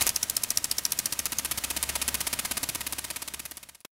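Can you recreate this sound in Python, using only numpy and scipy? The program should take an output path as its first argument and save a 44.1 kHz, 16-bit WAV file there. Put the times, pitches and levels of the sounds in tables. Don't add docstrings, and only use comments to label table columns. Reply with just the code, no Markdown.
import sys
import numpy as np
from scipy import signal
from scipy.fft import rfft, irfft, next_fast_len
from scipy.io import wavfile

SR = 44100
rng = np.random.default_rng(int(sys.argv[2]) if len(sys.argv) > 2 else 0)


def persist_wave(psi):
    counts = np.round(np.clip(psi, -1, 1) * 32767).astype(np.int16)
    wavfile.write(sys.argv[1], SR, np.atleast_2d(counts).T)


N = 176400
EDGE_HZ = 15800
TICK_S = 0.00029

# time_s, ring_db, ring_pitch_hz, crack_db
SPIT_EVENTS = [(0.024, -22, 6390, -18.5), (0.093, -17.5, 6080, -15.5), (0.1623, -12, 5870, -17.5),
               (.231, -15.5, 5760, -15.5), (0.2994, -26, 6800, -16.5), (0.3686, -16, 5050, -16),
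               (0.4375, -20, 6570, -15.5), (0.5055, -13, 5950, -16.5), (.5743, -10.5, 5690, -16),
               (0.6442, -17.5, 5440, -17.5), (0.7143, -15, 4850, -16.5), (0.7847, -17.5, 5700, -18),
               (0.8532, -13, 5780, -17), (0.9219, -18.5, 6700, -15.5), (0.9909, -15.5, 6600, -15.5),
               (1.0593, -17, 5800, -19.5), (1.126, -30, 7860, -20), (1.1932, -19, 6440, -22),
               (1.258, -24, 6720, -29.5), (1.3865, -15.5, 6700, -20.5)]
# (per Hz, relative)
CRACK_COLOUR = [(100, -36), (2000, -20), (3500, -11), (5200, -1), (7500, -1.5), (11000, -0.5), (16000, -10)]


def amp(db):
    return 10 ** (np.asarray(db) / 20)


def unit(x):
    return x / np.sqrt(np.mean(x ** 2) + 1e-20)


def clock():
    return np.arange(N) / SR


def level(points):
    return amp(np.interp(clock(), *np.transpose(points)))


def colour(x, points):
    hz, db = np.transpose(points)
    size = next_fast_len(N + SR // 2)
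    f = np.fft.rfftfreq(size, 1 / SR)
    gain = amp(np.interp(np.log(f + 1), np.log(hz), db))
    gain_rms = np.sqrt(np.mean(gain[f < EDGE_HZ] ** 2))
    return irfft(rfft(x, size) * gain / gain_rms, size)[:N]


def wander(width_hz):
    white = rng.standard_normal(N) + 1j * rng.standard_normal(N)
    rolloff = 1 + (2 * np.fft.fftfreq(N, 1 / SR) / width_hz) ** 4
    z = np.fft.ifft(np.fft.fft(white) / rolloff)
    return z / np.sqrt(np.mean(abs(z) ** 2))


def around(s, size=1800):
    at = np.arange(max(round(s * SR) - size, 0), min(round(s * SR) + size, N))
    return at, at / SR - s


def spray_drops(per_s, spread_db):
    sizes = amp(spread_db * np.minimum(rng.exponential(1, N), 4))
    signs = np.sign(rng.standard_normal(N))
    lands = rng.random(N) < per_s / SR
    return unit(sizes * signs * lands)


def nozzle():
    # time_s, level_db
    hiss_level = [(0, -34), (.08, -35), (.125, -42), (.7, -43), (1.3, -42), (1.95, -39), (2.45, -40),
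                  (3.1, -44), (3.43, -48.5), (3.62, -54.5), (3.74, -60), (3.81, -68.5), (3.845, -86),
                  (3.9, -110)]
    # (per Hz, relative)
    hiss_colour = [(20, -5), (45, 3.5), (110, 8), (200, 7.5), (350, -0.5), (520, 0.5), (1000, 1),
                   (2400, 0.5), (5000, -2.5), (10000, -3.5), (13000, -7), (16000, -9.5)]
    drop_colour = [(200, -13.5), (2000, -9), (6000, 0.5), (16000, -7)]
    drops_db = -14

    clicks = spray_drops(per_s=500, spread_db=3.2)
    decays = signal.lfilter([1], [1, -np.exp(-1 / (TICK_S * SR))], clicks)
    drops = unit(decays * rng.standard_normal(N))
    hiss = colour(rng.standard_normal(N), hiss_colour)
    return level(hiss_level) * (hiss + amp(drops_db) * colour(drops, drop_colour))


def hum():
    # time_s, level_db
    hum_level = [(0, -57), (1.05, -62), (1.45, -51.5), (1.92, -47.5), (2.2, -50), (2.45, -55.5),
                 (2.54, -50), (2.76, -57), (2.95, -51), (3.17, -61.5), (3.35, -55), (3.74, -71.5),
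                 (3.88, -125)]
    pitch_hz, width_hz, roughness = 68.1, 35, 0.2

    carrier = np.exp(2j * np.pi * pitch_hz * clock())
    tone = ((1 + roughness * wander(width_hz)) * carrier).real
    return level(hum_level) * unit(tone)


def cuts():
    # time_s, spray_db, tick_db (before the tick lift)
    wheel_cuts = [(.0085,-23,-16.5), (0.0244,-35.5,-27), (0.0668,-27.5,-5.5), (0.09,-31,-28),
                  (0.1587,-33,-14), (0.2266,-33,-31), (0.2963,-36,-19), (0.3656,-33,-17), (0.434,-32.5,-16),
                  (0.506,-32.5,-25), (.572,-32.5,-16.5), (0.6429,-32,-22), (0.711,-32,-31),
                  (0.7808,-31,-30), (0.8516,-32,-20), (0.9199,-31.5,-18), (0.988,-29.5,-20),
                  (1.0569,-30.5,-10), (1.123,-29.5,-27), (1.19,-29,-13), (1.2558,-28,-12.5),
                  (1.3201,-28,-18), (1.386,-28,-18), (1.448,-27.5,-15), (1.5108,-25,-30), (1.5747,-27,-22),
                  (1.6377,-25.5,-23), (1.7017,-26.5,-21), (1.764,-25,-16), (1.8276,-25.5,-12.5),
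                  (1.89,-25,-29), (1.953,-24.5,-39), (2.015,-24,-30), (2.0792,-23.5,-12), (2.143,-25,-11),
                  (2.2048,-25,-19), (2.267,-24,-34), (2.328,-24,-36), (2.3886,-24.5,-39), (2.449,-26,-39),
                  (2.51,-24.5,-32), (2.5691,-25.5,-30), (2.6303,-25.5,-20), (2.689,-27,-12.5),
                  (2.7484,-27.5,-17.5), (2.806,-29,-38), (2.865,-28,-34), (2.924,-28.5,-20),
                  (2.9828,-28,-39), (3.0412,-30.5,-41.5), (3.1018,-29,-43), (3.16,-30,-25.5),
                  (3.219,-30.5,-27.5), (3.2761,-31.5,-38.5), (3.337,-31,-31.5), (3.394,-33.5,-28),
                  (3.453,-34,-27), (3.511,-36.5,-24), (3.5703,-38.5,-22.5), (3.6287,-40,-41),
                  (3.6876,-41.5,-46.5), (3.747,-46,-52.5), (3.8043,-56,-38)]
    # (per Hz, relative)
    spray_colour = [(40, -10.5), (130, 2), (190, -1.5), (260, 1.5), (370, -3.5), (520, -4), (980, 0),
                    (1450, -2.5), (2500, 2), (3300, -1), (4100, 0.5), (5300, 0), (7800, -1), (10000, 1),
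                    (12600, -3), (15500, -10)]
    tick_colour = [(100, -10.5), (2000, -8.5), (6000, -6.5), (11000, 5), (16000, -3.5)]
    spatter_colour = [(300, -14.5), (2000, -20.5), (6000, -5.5), (10000, 7), (16000, -3)]
    rise_s, fall_s = 0.00096, 0.0029
    first_hold_s, hold_shrink_s_per_s = 0.014, 0.0013
    flick_db, flick_width_s = -10, 0.00026
    tick_lag_s, tick_lift_db = 0.00054, 3
    spatter_db = -7

    spray, tick = np.zeros((2, N))
    for (s, spray_db, tick_db), flick_size in zip(wheel_cuts, rng.rayleigh(1, len(wheel_cuts))):
        at, t = around(s)
        hold = first_hold_s - hold_shrink_s_per_s * s
        body = np.clip(t / rise_s, 0, 1) * np.exp(-np.maximum(t - hold, 0) / fall_s)
        flick = flick_size * amp(flick_db) * np.exp(-abs(t - hold) / flick_width_s)
        spray[at] += amp(spray_db) * (body + flick)
        decay = (t > tick_lag_s) * np.exp(-abs(t - tick_lag_s) / TICK_S)
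        tick[at] += amp(tick_db + tick_lift_db) * decay

    mist = colour(spray * rng.standard_normal(N), spray_colour)
    drops = spray * spray_drops(per_s=900, spread_db=3.5)
    spatter = amp(spatter_db) * colour(drops, spatter_colour)
    return mist + spatter + colour(tick * rng.standard_normal(N), tick_colour)


def splashes():
    # time_s, length_s, slap_db, fizz_db
    splash_events = [(0.0146, .003, -37, -31), (0.0185, .002, -20, -29.5), (.063, .0007, -37.5, -26),
                     (0.074, .003, -36.5, -21), (0.078, 0.0033, -36, -31)]
    # (per Hz, relative)
    slap_colour = [(50, 3), (200, -13.5), (520, -10), (830, 2.5), (1300, -5), (2300, 1.5), (3500, -2.5),
                   (6000, -6), (16000, -20)]
    graze_lead_s, graze_width_s, graze_db = 0.014, 0.0044, -24
    grain_db, grain_hz = 3, 2000

    slap, fizz, graze = np.zeros((3, N))
    for s, length, slap_db, fizz_db in splash_events:
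        at, t = around(s)
        swell = np.exp(-(t / length) ** 2)
        slap[at] += amp(slap_db) * swell
        fizz[at] += amp(fizz_db) * swell
    for s, _, _, crack_db in SPIT_EVENTS:
        at, t = around(s - graze_lead_s)
        graze[at] += amp(crack_db + graze_db) * np.exp(-(t / graze_width_s) ** 2)

    grain = unit(amp(grain_db * unit(wander(grain_hz).real)))
    slaps = colour(slap * rng.standard_normal(N), slap_colour)
    return slaps + colour((fizz + graze) * grain * rng.standard_normal(N), CRACK_COLOUR)


def spits():
    ring_width_s, glide_hz_per_s = 0.0003, 591000
    crack_rise_s, crack_fall_s = 0.00092, 0.0013
    phase_roughness = 0.61

    ring, crack = np.zeros((2, N))
    waver = np.exp(1j * phase_roughness * np.sqrt(1) * wander(width_hz=2200).real * 1)
    for s, ring_db, hz, crack_db in SPIT_EVENTS:
        at, t = around(s)
        pitch = np.clip(hz + glide_hz_per_s * t, hz / 2, 2 * hz)
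        turns = np.cumsum(pitch) / SR
        tone = np.sqrt(2) * (waver[at] * np.exp(2j * np.pi * turns)).real
        ring[at] += amp(ring_db) * np.exp(1 - np.hypot(t / ring_width_s, 1)) * tone
        side_s = np.where(t < 0, crack_rise_s, crack_fall_s)
        crack[at] += amp(crack_db) * np.exp(1 - np.hypot(t / side_s, 1))
    return ring + colour(crack * rng.standard_normal(N), CRACK_COLOUR)


def puff():
    # (per Hz, relative)
    puff_colour = [(50, -2.5), (2500, 0), (6000, -5.5), (16000, -8)]
    start_s, length_s, puff_db = 3.8483, 0.0059, -36
    tail_db, tail_s = -10, 0.003

    t = clock() - start_s
    tail = amp(tail_db) * np.exp(-abs(t - length_s) / tail_s)
    shape = (t > 0) * np.where(t < length_s, 1, tail)
    return amp(puff_db) * colour(shape * rng.standard_normal(N), puff_colour)


def garden(x):
    # delay_s, level_db
    near_echoes = [(.00162, -23), (.00197, -26), (.00425, -26)]
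    ground_s, ground_db = 0.00318, -11.5
    dulling_hz = 7000
    scatter_db, scatter_t60_s = -21, 0.16

    f = np.fft.rfftfreq(2 * N, 1 / SR)
    delays = [(ground_s, ground_db)] + list(near_echoes)
    paths = sum(amp(db) * np.exp(-2j * np.pi * f * s) for s, db in delays)
    echoes = irfft(rfft(x, 2 * N) * paths / (1 + (f / dulling_hz) ** 2))[:N]
    t = clock()[:SR // 4]
    scatter = rng.standard_normal(len(t)) * amp(-60 * t / scatter_t60_s)
    scatter /= np.linalg.norm(scatter)
    return x + echoes + amp(scatter_db) * signal.fftconvolve(x, scatter)[:N]


def scene():
    water = nozzle() + cuts() + splashes() + spits()
    return (garden(water) + hum() + puff())[None]


def record(dry):
    lowpass = signal.firwin(301, EDGE_HZ, window=("kaiser", 8), fs=SR)
    return signal.oaconvolve(dry, lowpass[None], "same")


dry = scene()
out = record(dry)
persist_wave(out)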